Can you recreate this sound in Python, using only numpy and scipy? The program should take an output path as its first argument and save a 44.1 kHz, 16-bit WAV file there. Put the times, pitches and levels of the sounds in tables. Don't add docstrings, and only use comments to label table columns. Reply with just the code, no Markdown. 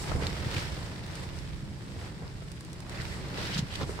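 import sys
import numpy as np
from scipy import signal
from scipy.fft import rfft, irfft
from scipy.io import wavfile

SR = 44100
rng = np.random.default_rng(int(sys.argv[2]) if len(sys.argv) > 2 else 0)


def dump(signal):
    limited = np.clip(np.atleast_2d(signal).T, -1, 1)
    pcm = np.round(limited * 32767).astype(np.int16)
    wavfile.write(sys.argv[1], SR, pcm)


N = 176400
T = np.arange(N) / SR

# time in seconds, relative level in dB.
AIR_PRESSURE_DB = [(0, -48), (.14, -33), (.3, -38.5), (.6, -41.5), (.83, -41.5), (.93, -48), (1.2, -45),
                   (1.39, -43.5), (1.48, -42.5), (1.62, -43), (1.9, -52), (1.97, -43), (2.18, -50),
                   (2.37, -44.5), (2.66, -53), (3, -43.5), (3.3, -45), (3.6, -44.5), (3.72, -42), (4, -43)]
GUST_DB = [(0, -45.5), (.09, -39.5), (.125, -40), (.25, -37.5), (.31, -43), (.48, -42), (.57, -40.5),
           (.7, -46), (.84, -46), (1.08, -49), (1.22, -45.5), (1.36, -50), (1.6, -53.5), (1.74, -53),
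           (2.06, -46), (2.15, -54), (2.23, -46), (2.32, -53.5), (2.6, -55), (2.85, -50.5), (2.93, -45),
           (3.15, -47), (3.34, -43), (3.4, -41), (3.59, -46.5), (3.68, -50), (3.78, -45.5), (3.815, -35),
           (3.86, -47.5), (3.91, -42), (3.95, -47), (4, -46)]
HISS_DB = [(0, -48.5), (.1, -54), (.45, -58), (.6, -51.5), (.65, -57), (.85, -58.5), (1.02, -63.5),
           (1.14, -60), (1.235, -57), (1.3, -66.5), (1.37, -57.5), (1.43, -63), (1.68, -65.5), (1.96, -63),
           (2.05, -59.5), (2.12, -65.5), (2.87, -64.5), (2.92, -61.5), (3.15, -55), (3.22, -62),
           (3.34, -61), (3.4, -56.5), (3.595, -55.5), (3.61, -65), (3.69, -63), (3.73, -57), (3.86, -59.5),
           (3.91, -53), (4, -63)]
RUBBING_DB = [(0, -50), (.1, -41), (.18, -52), (.24, -42), (.31, -43.5), (.46, -43.5), (.57, -38),
              (.63, -40), (.69, -45), (.84, -47.5), (1.02, -50), (1.17, -47), (1.28, -50), (1.54, -52),
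              (1.67, -56), (1.96, -53), (2.06, -49), (2.13, -55), (2.85, -55), (2.93, -46.5), (3.02, -45),
              (3.14, -47), (3.18, -49.5), (3.33, -46.5), (3.39, -40), (3.59, -39), (3.61, -48.5),
              (3.68, -50), (3.73, -45), (3.83, -44), (3.85, -51), (4, -49)]
DRUMMING_DB = [(0.0, -62), (0.02, -38), (0.17, -35.5), (0.41, -40.5), (0.46, -36), (0.54, -40), (0.57, -37),
               (0.61, -39.5), (2.8, -43), (3.53, -37.5), (3.63, -38), (3.66, -43.5), (3.75, -45),
               (3.83, -33.5), (3.87, -39.5), (4.0, -41.5)]

# middle in seconds, length in seconds, relative level in dB,
# centre in Hz, fall on either side in dB per octave.
SWISH_EVENTS = [(0.229, 0.042, -41.5, 2240, 17), (.545, 0.014, -38, 2780, 10),
                (.569, 0.019, -38.5, 2660, 23), (0.597, 0.021, -48, 5450, 22), (2.956, .05, -51, 1800, 25),
                (3.008, 0.064, -43.5, 1750, 38), (3.012, 0.045, -52.5, 4400, 32),
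                (3.133, 0.065, -47, 1900, 42), (3.438, 0.15, -45.5, 3640, 27),
                (3.548, 0.025, -37.5, 4620, 24), (3.549, .07, -40.5, 2960, 45),
                (3.587, 0.031, -32.5, 4150, 19), (3.728, .07, -44.5, 3050, 26),
                (3.757, 0.013, -35, 3270, 15), (3.82, 0.05, -45, 3420, 15)]
# start in seconds, peak in dB, left over right in dB.
TICK_EVENTS = [(0.594, -42, -3), (1.064, -37, 0), (1.154, -31, 0), (1.236, -42, 2), (2.5175, -33, -2),
               (2.608, -33.5, -1), (2.649, -37, -4), (2.731, -34, 1), (2.804, -34.5, -3),
               (2.8955, -30.5, 2), (3.757, -34, 2)]
# start in seconds, relative level in dB,
# left over right in dB, pitch in Hz.
SNAP_EVENTS = [(0.2686, -19, -3, 4260), (0.566, -25, -3, 2480), (1.064, -39, 4, 3530),
               (1.388, -38, 14, 5300), (2.279, -38, 4, 4430), (3.001, -33, -12, 1960),
               (3.018, -29.5, 5, 4230), (3.592, -28, 2, 3450), (3.815, -35, -2, 3850),
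               (3.832, -34, 1, 3350)]
FLAP_EVENTS = [(0.116, -26, 8.5, 690), (0.153, -32, -5, 430), (0.181, -37, -8, 424),
               (0.222, -28.5, -8, 447), (0.774, -37, -4, 445), (1.832, -37.5, 2, 380), (2.232, -53, 2, 600),
               (2.421, -40, -1, 543), (3.383, -30.5, 0, 404), (3.446, -38, 0, 424), (3.811, -27, 2, 506),
               (3.835, -30, -2.5, 306), (3.893, -28, 3, 420), (3.9895, -28, -5, 920)]
# start in seconds, envelope peak in dB, starting pitch in Hz.
THUMP_EVENTS = [(0.147, -22, 89), (0.235, -27, 130), (0.463, -28, 126), (0.562, -23.5, 130),
                (1.298, -37.5, 95), (1.628, -29, 141), (2.228, -31.5, 131), (2.995, -29.5, 139),
                (3.558, -26, 185), (3.588, -23.5, 183), (3.624, -21, 152), (3.829, -28, 175)]

# frequency in Hz, relative density in dB.
RUMBLE_SPECTRUM = [(10, -43), (24, -13), (38, -2.5), (62, 1), (85, 3.5), (115, -12.5), (250, -43),
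                   (2000, -90)]
RUSH_SPECTRUM = [(130, -26), (230, -4.5), (310, 0.5), (420, -2), (550, -2), (700, -6), (950, -5),
                 (1300, -13), (2200, -16), (5000, -62), (16000, -75)]
HISS_SPECTRUM = [(2500, -9.5), (5000, 3), (6500, -3), (7600, 2), (8800, -0.5), (10200, -8.5), (12000, -13),
                 (16000, -23.5)]
RUSTLE_SPECTRUM = [(400, -31), (900, -7.5), (1300, 1), (2000, 1.5), (2700, -1.5), (3600, -2.5), (4500, -3),
                   (5400, -6), (6400, -14), (9000, -21), (16000, -28)]
TICK_SPECTRUM = [(300, -13), (1500, -1), (3000, -8), (5000, -2), (7000, -5.5), (9500, -4.5), (12000, -18.5),
                 (16000, -21)]
SNAP_SPECTRUM = [(500, -25), (2000, -13), (2900, -8), (3500, -20), (4500, -11), (5300, -11), (8000, -16.5),
                 (11000, -29), (16000, -30)]
FLAP_SPECTRUM = [(60, -22.5), (200, -16.5), (400, -2.5), (800, -16.5), (1300, -5.5), (2500, -26.5),
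                 (6000, -37), (16000, -65)]
PANEL_SPECTRUM = [(45, -27.5), (75, -14), (95, -2.5), (130, 1.5), (170, -2.5), (200, -5), (235, -14.5),
                  (320, -15.5), (420, -20), (800, -57), (4000, -73)]
# frequency in Hz, correlation from 0 to 1.
STEREO_CORRELATION = [(30, 0.95), (60, 0.82), (130, 0.85), (290, 0.84), (640, 0.49), (1400, 0),
                      (16000, 0.03)]


def amp(db):
    return 10 ** (np.asarray(db) / 20)


def unit(x):
    return x / np.sqrt(np.mean(x ** 2) + 1e-20)


def at_hz(table, hz):
    table_hz, values = np.transpose(table)
    return np.interp(np.log(hz + 1), np.log(table_hz + 1), values)


def level(curve_db):
    return amp(np.interp(T, *np.transpose(curve_db)))


def pan(left_db):
    return amp([[left_db / 2], [-left_db / 2]])


def add(mix, start_s, sound):
    part = mix[:, round(start_s * SR):][:, :sound.shape[1]]
    part += sound[:, :part.shape[1]]


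def noise(size=N):
    return rng.standard_normal((2, size))


def wander(hz):
    ratio = np.fft.rfftfreq(N, 1 / SR) / hz
    return unit(irfft(rfft(rng.standard_normal(N)) / (1 + ratio ** 4), N))


def flutter(hz):
    ratio = np.fft.rfftfreq(N, 1 / SR) / hz
    return unit(irfft(rfft(rng.standard_normal(N)) * ratio / (1 + ratio ** 3), N))


def grains(per_s, spread_db, decay_s):
    sizes = amp(spread_db * np.minimum(rng.exponential(1, N), 4))
    onsets = rng.random(N) < per_s / SR
    power = signal.lfilter([1], [1, -np.exp(-2 / (decay_s * SR))], (sizes * onsets) ** 2)
    return unit(np.sqrt(power) * noise())


def colour(pair, spectrum):
    hz = abs(np.fft.fftfreq(pair.shape[1], 1 / SR))
    log_gain = np.log(amp(at_hz(spectrum, hz)))
    response = np.exp(np.conj(signal.hilbert(log_gain)))
    correlation = np.clip(at_hz(STEREO_CORRELATION, hz), 0, 1)
    left, independent = np.fft.fft(pair)
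    right = correlation * left + np.sqrt(1 - correlation ** 2) * independent
    return np.fft.ifft(response * np.array([left, right])).real


def steadied(x, window_s):
    power = signal.fftconvolve((x ** 2).mean(0), np.hanning(int(window_s * SR)), "same")
    return unit(x / np.sqrt(abs(power) + 1e-12))


def air_rumble():
    rumble = steadied(colour(noise(), RUMBLE_SPECTRUM), window_s=0.4)
    return amp(0.4) * pan(-7.5) * level(AIR_PRESSURE_DB) * rumble


def wind_rush():
    drive = noise() + amp(-3.5) * grains(per_s=150, spread_db=3, decay_s=0.0032)
    rush = steadied(colour(drive, RUSH_SPECTRUM), window_s=0.077)
    return amp(-0.5) * pan(-2.2) * level(GUST_DB) * rush


def cloth_hiss():
    hiss = colour(noise(), HISS_SPECTRUM)
    flicker_db = 1.03 * flutter(hz=21.8) + 0.56 * flutter(hz=200)
    return amp(4.5) * pan(0.3) * level(HISS_DB) * unit(hiss * amp(flicker_db))


def cloth_rustle():
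    drive = noise() + amp(-4) * grains(per_s=400, spread_db=4, decay_s=0.0017)
    rustle = colour(drive, RUSTLE_SPECTRUM) * amp(1.05 * flutter(hz=35.4))
    return amp(0.8) * pan(-0.72) * level(RUBBING_DB) * steadied(rustle, window_s=0.15)


def sheet_swishes():
    out, t = np.zeros((2, N)), np.arange(8192) / SR
    flicker = amp(1.2 * flutter(hz=150))
    octaves = np.arange(-32, 33) / 8
    distance_oct = np.hypot(octaves, 0.15) - 0.15
    for middle_s, length_s, db, centre_hz, fall_db_per_oct in SWISH_EVENTS:
        band_db = np.maximum(-fall_db_per_oct * distance_oct, -70)
        band = np.column_stack([centre_hz * 2 ** octaves, band_db])
        friction = unit(colour(noise(len(t)), band))
        swell = np.sin(np.pi * np.minimum(t / length_s, 1))
        add(out, middle_s - length_s / 2, amp(db) * swell * friction)
    return pan(-1.5) * flicker * out


def wall_reflections(x, wet_db, reach_s, count=14):
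    out = x.copy()
    gain = amp(wet_db) / np.sqrt(count)
    for channel in range(2):
        for place, sign in zip(rng.random(count), rng.choice([-1, 1], count)):
            lag = 20 + int(place * reach_s * SR)
            out[channel, lag:] += sign * gain * x[channel, :-lag]
    return out / np.sqrt(1 + amp(wet_db) ** 2)


def crackles(events, spectrum, crack_s, tail_db, tail_s):
    out, t = np.zeros((2, N)), np.arange(4096) / SR
    envelope = np.exp(-t / crack_s) + amp(tail_db) * np.exp(-t / tail_s)
    for start_s, db, left_db, *_ in events:
        burst = colour(envelope * noise(len(t)), spectrum)
        burst /= abs(burst).max(1, keepdims=True)
        add(out, start_s, amp(db) * pan(left_db) * burst)
    return out


def swing(t, hz, rise_s, sag_per_s=0):
    envelope = (t / rise_s * np.exp(1 - t / rise_s)) ** 2
    cycles = np.cumsum(hz * np.exp(-sag_per_s * t)) / SR
    return -envelope * np.sin(2 * np.pi * cycles)


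def direct_swings(events, rise_cycles, left_lag_s=0.00029):
    out, t = np.zeros((2, N)), np.arange(2048) / SR
    for start_s, db, left_db, hz in events:
        add(out, start_s, amp(db) * pan(left_db) * swing(t, hz, rise_s=rise_cycles / hz))
    return np.array([np.interp(T - left_lag_s, T, out[0]), out[1]])


def fabric_ticks():
    return crackles(TICK_EVENTS, TICK_SPECTRUM, crack_s=0.0017, tail_db=-17, tail_s=0.016)


def crease_snaps():
    crackle = crackles(SNAP_EVENTS, SNAP_SPECTRUM, crack_s=0.0011, tail_db=-6, tail_s=0.0056)
    return direct_swings(SNAP_EVENTS, rise_cycles=1.6) + amp(-6.5) * crackle


def panel_flaps():
    crackle = crackles(FLAP_EVENTS, FLAP_SPECTRUM, crack_s=0.00093, tail_db=-8, tail_s=0.011)
    return direct_swings(FLAP_EVENTS, rise_cycles=0.91) + amp(-2.5) * crackle


def wall_thumps():
    out, t = np.zeros((2, N)), np.arange(4096) / SR
    for start_s, db, hz in THUMP_EVENTS:
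        add(out, start_s, amp(db) * pan(0) * swing(t, hz, rise_s=0.0056, sag_per_s=10))
    return out


def panel_drumming():
    beat_hz = 15 * (1 + 0.391 * wander(hz=8.8))
    beat_db = 1.94 * np.sin(2 * np.pi * np.cumsum(beat_hz) / SR)
    shudder = steadied(colour(noise(), PANEL_SPECTRUM), window_s=0.066) * amp(beat_db)
    return amp(-1) * pan(0.9) * level(DRUMMING_DB) * unit(shudder)


def scene():
    hits = crease_snaps() + fabric_ticks() + panel_flaps() + wall_thumps()
    friction = cloth_rustle() + cloth_hiss() + sheet_swishes()
    fabric = wall_reflections(friction, wet_db=-12, reach_s=0.025)
    return air_rumble() + panel_drumming() + wind_rush() + fabric + hits


def record(dry):
    cutoff_hz = 15850
    taps = signal.firwin(511, cutoff_hz, window=("kaiser", 9), fs=SR)
    return signal.oaconvolve(dry, taps[None], "same")


dry = scene()
out = record(dry)
dump(out)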